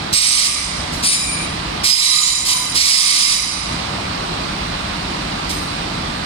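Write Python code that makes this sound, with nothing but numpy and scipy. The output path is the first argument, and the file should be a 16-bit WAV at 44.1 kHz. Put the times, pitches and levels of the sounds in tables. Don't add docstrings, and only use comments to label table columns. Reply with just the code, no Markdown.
import sys
import numpy as np
from scipy import signal
from scipy.fft import rfft, irfft, next_fast_len
from scipy.io import wavfile
from scipy.ndimage import uniform_filter1d

SR = 44100
rng = np.random.default_rng(int(sys.argv[2]) if len(sys.argv) > 2 else 0)


def waveform_to_disk(signal):
    frames = np.transpose(np.atleast_2d(signal))
    scaled = np.clip(frames, -1, 1) * 32767
    samples = np.round(scaled).astype(np.int16)
    wavfile.write(sys.argv[1], SR, samples)


N = 275977
TIME = np.arange(N) / SR

# (frequency [Hz], relative spectral density [dB])
RUMBLE_SPECTRUM = [(14, -42), (24, -21), (42, 1), (136, -3.5), (178, -1), (483, -13.5), (668, -11.5),
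                   (1180, -8.5), (1870, -14), (2580, -14.5), (3770, -12.5), (5080, -16), (6480, -27.5),
                   (8730, -26), (11500, -42), (15400, -51)]
# (frequency [Hz], bandwidth [Hz], level [dB])
DRIVE_RESONANCES = [(170.4, 66, -36), (300.8, 84, -39.5), (716.5, 310, -41), (1192, 44, -41),
                    (2030, 310, -41)]
# (mid time [s], centre frequency [Hz], level [dB])
TRACK_JOLTS = [(3.72, 150, -30.5), (3.96, 796, -31.5)]
# (frequency [Hz], time to decay by 60 dB [s])
HALL_DECAY = [(500, 1.68), (2000, 1.26), (5000, 0.97), (9000, 0.86), (14000, 0.55)]
# (start [s], end [s], frequency [Hz], level [dB])
LOW_RESONANCES = [(1.027, 1.485, 2370, -26.5), (2.12, 2.27, 1234, -18), (2.47, 2.68, 999, -24)]
# (frequency [Hz], bandwidth [Hz], level re flow [dB])
HOUSING_MODES = [(1183, 136, -26.5), (2360, 240, -26.5)]
# (opening [s], shutting [s], first level [dB], last level [dB], rise time [s],
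# pipe excitation re flow [dB], pipe tuning [cents], left minus right [dB])
AIR_BLASTS = [(.124, 0.472, 1.5, -5, 0.027, -2.5, 13, -0.5), (0.921, .961, -19, -28, 0.014, 3, 10, 3),
              (1.025, 1.151, -5, -6, 0.03, -3.5, -8.5, 6), (1.833, 2.303, 2, -3.5, 0.046, 2.5, 13, -0.5),
              (2.445, 2.534, -2, -4, 0.026, 3.5, 5, 0), (2.741, 3.347, 4, -3, 0.061, -1, -1, -1),
              (5.491, 5.514, -22, -21, 0.0036, 6, 5.5, -0.5)]
# (frequency [Hz], relative spectral density [dB])
JET_SPECTRUM = [(200, -63), (700, -24), (1650, -16), (2150, -2), (2850, -7), (3400, -4.5), (4200, 0.5),
                (5200, 3), (6500, -9), (8500, -5), (9700, -5), (10700, -22), (12700, -23), (15000, -26)]
OVERTONE_HZ = [1015, 2035, 3050, 3955, 4985, 6025, 7050, 8120, 9130, 10150, 11210, 12090, 13150, 14200]
OVERTONE_DB = [-14, -12.5, -10, -5, -0.5, -1.5, -2, 1, -0.5, -14, -14.5, -22, -14, -20]
# (start [s], end [s], overtone [number], relative level [dB], left minus right [dB])
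PIPE_SQUEALS = [(0.12, 0.235, 8, -4, -19), (1.038, 1.197, 9, -2, 6.5), (1.842, 1.96, 5, -3, -9),
                (1.947, 2.183, 4, -5, -10), (2.098, 2.329, 7, -2, -5), (2.743, 3.333, 5, -6, -3.5),
                (2.836, 3.287, 9, -9.5, 0), (3.184, 3.29, 6, -11.5, 8)]
# (frequency [Hz], coherence [0-1])
PORT_COHERENCE = [(61, 1), (131, 0.97), (291, 0.89), (601, 0.3), (1401, 0.35), (3001, 0.42), (9000, 0)]
# (frequency [Hz], left minus right [dB])
PORT_BALANCE = [(111, -.1), (381, -.9), (701, 3.5), (1291, -2), (2381, -5), (4401, -10.5), (6001, -6.5),
                (7501, 2.5), (9301, 0), (12001, -0.5), (14501, -19)]


def amp(db):
    return 10 ** (np.asarray(db) / 20)


def unit_rms(x):
    return x / np.sqrt(np.mean(x ** 2) + 1e-20)


def curve_at(points, hz):
    f, value = np.transpose(points)
    return np.interp(np.log(hz + 1), np.log(f + 1), value)


def filtered(x, gain):
    size = next_fast_len(N + 4096)
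    return irfft(rfft(x, size) * gain(np.fft.rfftfreq(size, 1 / SR)), size)[..., :N]


def coloured_noise(gain):
    return unit_rms(filtered(rng.standard_normal(N), gain))


def drift(rate_hz):
    return coloured_noise(lambda f: 1 / (1 + (f / rate_hz) ** 4))


def resonance(hz, width_hz):
    phase = 2 * np.pi * np.cumsum(hz * np.ones(N)) / SR
    pole = np.exp(-np.pi * abs(width_hz) / SR)
    envelope = signal.lfilter([1], [1, -2 * pole, pole * pole], rng.standard_normal((2, N)))
    return unit_rms(envelope[0] * np.cos(phase) + envelope[1] * np.sin(phase))


def whistle(hz, waver_hz=35, shake_db=3.5):
    phase = 2 * np.pi * np.cumsum(hz + waver_hz * drift(85)) / SR
    return np.sqrt(2) * np.sin(phase) * amp(shake_db * drift(32))


def swell(start, end):
    return np.sqrt(np.sin(np.pi * np.clip((TIME - start) / (end - start), 0, 1)).clip(0))


def placed(x, lag_s=0., balance_db=0.):
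    return np.array([x * amp(balance_db / 2), np.interp(TIME - lag_s, TIME, x) * amp(-balance_db / 2)])


def rolling(level_db=-25.5, abreast_s=4.2, speed_m_per_s=3.2, distance_m=14, patchy_db=0.86,
            throb_db=0.13):
    frames, hz = N // 256 + 5, np.fft.rfftfreq(1024, 1 / SR)
    left_re, left_im, other_re, other_im, patches = rng.standard_normal((5, frames, len(hz)))
    t = np.arange(frames) * 256 / SR
    range_ratio = np.hypot(1, speed_m_per_s * (t - abreast_s) / distance_m)
    roar_db = -1.15 - 10 * np.log10(range_ratio)
    treble = hz ** 2 / (hz ** 2 + 450 ** 2)
    field_db = np.outer(roar_db, treble)
    field_db += patchy_db * unit_rms(uniform_filter1d(uniform_filter1d(patches, 12, 0), 10, 1))
    field_db += throb_db * np.outer(np.interp(t, TIME, drift(9.9)), 1 - treble)
    lead = 2 * np.pi * hz * (hz > 300) * 26 / SR
    coherence = np.clip(curve_at(PORT_COHERENCE, hz), 0, .999)
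    left, other = left_re + 1j * left_im, other_re + 1j * other_im
    right = (coherence * left + np.sqrt(1 - coherence ** 2) * other) * np.exp(1j * lead)
    spectra = np.array([left, right]) / np.sqrt(1 + coherence * np.cos(lead)) * amp(field_db)
    noise = signal.istft(spectra, nperseg=1024, noverlap=768, time_axis=1, freq_axis=2)[1][:, :N]
    noise = filtered(noise, lambda f: amp(curve_at(RUMBLE_SPECTRUM, f)))
    return amp(level_db) * noise / noise.mean(0).std()


def drive():
    out = np.zeros((2, N))
    for hz, width, db in DRIVE_RESONANCES:
        coherence = np.clip(curve_at(PORT_COHERENCE, hz), 0, 1) * (hz < 400)
        left, other = resonance(hz, width), resonance(hz, width)
        out += amp(db) * np.array([left, coherence * left + np.sqrt(1 - coherence ** 2) * other])
    return out


def jolts(length_s=.14, relative_width=1.1):
    return sum(amp(db) * swell(s - length_s / 2, s + length_s / 2) * resonance(hz, relative_width * hz)
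               for s, hz, db in TRACK_JOLTS)


def hall(x, delay_s=0.0068):
    hz, t, spectra = signal.stft(rng.standard_normal((2, SR * 3 // 2)), SR, nperseg=256)
    decay = 1000 ** (-t / curve_at(HALL_DECAY, hz)[:, None])
    tail = signal.istft(spectra * decay, SR, nperseg=256)[1]
    tail *= np.clip(np.arange(tail.shape[1]) / SR / delay_s - 1, 0, 1)
    return signal.fftconvolve(x, tail / np.linalg.norm(tail[0]), axes=1)[:, :N]


def low_notes(relative_width=0.066):
    return sum(amp(db) * swell(start, end)
               * np.array([resonance(hz, relative_width * hz) for _ in range(2)])
               for start, end, hz, db in LOW_RESONANCES)


def housing(flow):
    return flow * sum(amp(db) * resonance(hz, width) for hz, width, db in HOUSING_MODES)


def valve(shut_s=0.0083, sag_cents_per_s=13):
    flow, excitation, cents, side_db = np.zeros((4, N))
    for opens, shuts, first_db, last_db, rise_s, pipe_db, tuning, balance_db in AIR_BLASTS:
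        opening = 1 - np.exp(-np.maximum(TIME - opens, 0) / rise_s)
        closing = np.exp(-np.maximum(TIME - shuts, 0) / shut_s)
        blast = opening * closing * amp(np.interp(TIME, [opens, shuts], [first_db, last_db]))
        flow += blast
        excitation += blast * amp(pipe_db)
        cents = np.where(TIME >= opens, tuning - sag_cents_per_s * (TIME - opens), cents)
        side_db = np.where(TIME >= opens, balance_db, side_db)
    return flow, excitation, 2 ** (cents / 1200), side_db


def onsets(fade_s):
    return sum((TIME > opens) * np.exp(-abs(TIME - opens) / fade_s) for opens, *_ in AIR_BLASTS)


def jet(flow, hiss_db=-3.5, flutter_db=1.04, spit_db=-15, spit_s=0.048):
    hiss = coloured_noise(lambda f: amp(curve_at(JET_SPECTRUM, f)))
    spit = coloured_noise(lambda f: f ** 2 / (f ** 2 + 6100 ** 2))
    flutter = amp(flutter_db * drift(28))
    return flow * flutter * (amp(hiss_db) * hiss + amp(spit_db) * onsets(spit_s) * spit)


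def pipe(excitation, pitch, level_db=-9.5, width_hz=145, bright_db=8, bright_s=0.08, bright_hz=9500):
    lift_db = bright_db * onsets(bright_s)
    modes = sum(amp(db + lift_db * (hz > bright_hz)) * resonance(hz * pitch, width_hz)
                for hz, db in zip(OVERTONE_HZ, OVERTONE_DB))
    return amp(level_db) * excitation * unit_rms(modes)


def squeals(flow, pitch, level_db=-5.5, flare_db=-18, spread_db=5.5, flare_rate_hz=3.2):
    out = np.zeros((2, N))
    for start, end, overtone, db, balance_db in PIPE_SQUEALS:
        tone = whistle(OVERTONE_HZ[overtone - 1] * pitch)
        out += placed(amp(db) * swell(start, end) * tone, balance_db=balance_db)
    for hz in OVERTONE_HZ[3:10]:
        out += amp(flare_db + spread_db * np.tanh(drift(flare_rate_hz))) * whistle(hz * pitch)
    return amp(level_db) * flow * out


def scene(hiss_echo_db=-5, tones_direct_db=-3.5, lag_s=12 / SR):
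    flow, excitation, pitch, side_db = valve()
    hiss = placed(jet(flow), lag_s, side_db)
    tones = placed(pipe(excitation, pitch) + housing(flow), lag_s, side_db) + squeals(flow, pitch)
    echo = hall(amp(hiss_echo_db) * hiss + tones)
    return rolling() + drive() + jolts() + low_notes() + hiss + amp(tones_direct_db) * tones + echo


def record(dry, threshold_db=-15.0, ratio=7, recovery_db_per_s=28, attack_s=0.0061, cutoff_hz=15700):
    x = filtered(dry, lambda f: np.sqrt(2 / (1 + amp(np.outer([-2, 2], curve_at(PORT_BALANCE, f))))))
    pole = np.exp(-1 / (attack_s * SR))
    power_db = 10 * np.log10(signal.lfilter([1 - pole], [1, -pole], (x ** 2).mean(0)) + 1e-12)
    wanted_db = np.maximum(power_db - threshold_db, 0) * (1 - 1 / ratio)
    recovery_db = TIME * recovery_db_per_s
    duck_db = np.maximum.accumulate(wanted_db + recovery_db) - recovery_db
    x = x * amp(-uniform_filter1d(duck_db, size=128))
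    low_pass = signal.firwin(511, cutoff_hz, window=("kaiser", 9), fs=SR)
    return signal.oaconvolve(x, low_pass[None], "same")


dry = scene()
out = record(dry)
waveform_to_disk(out)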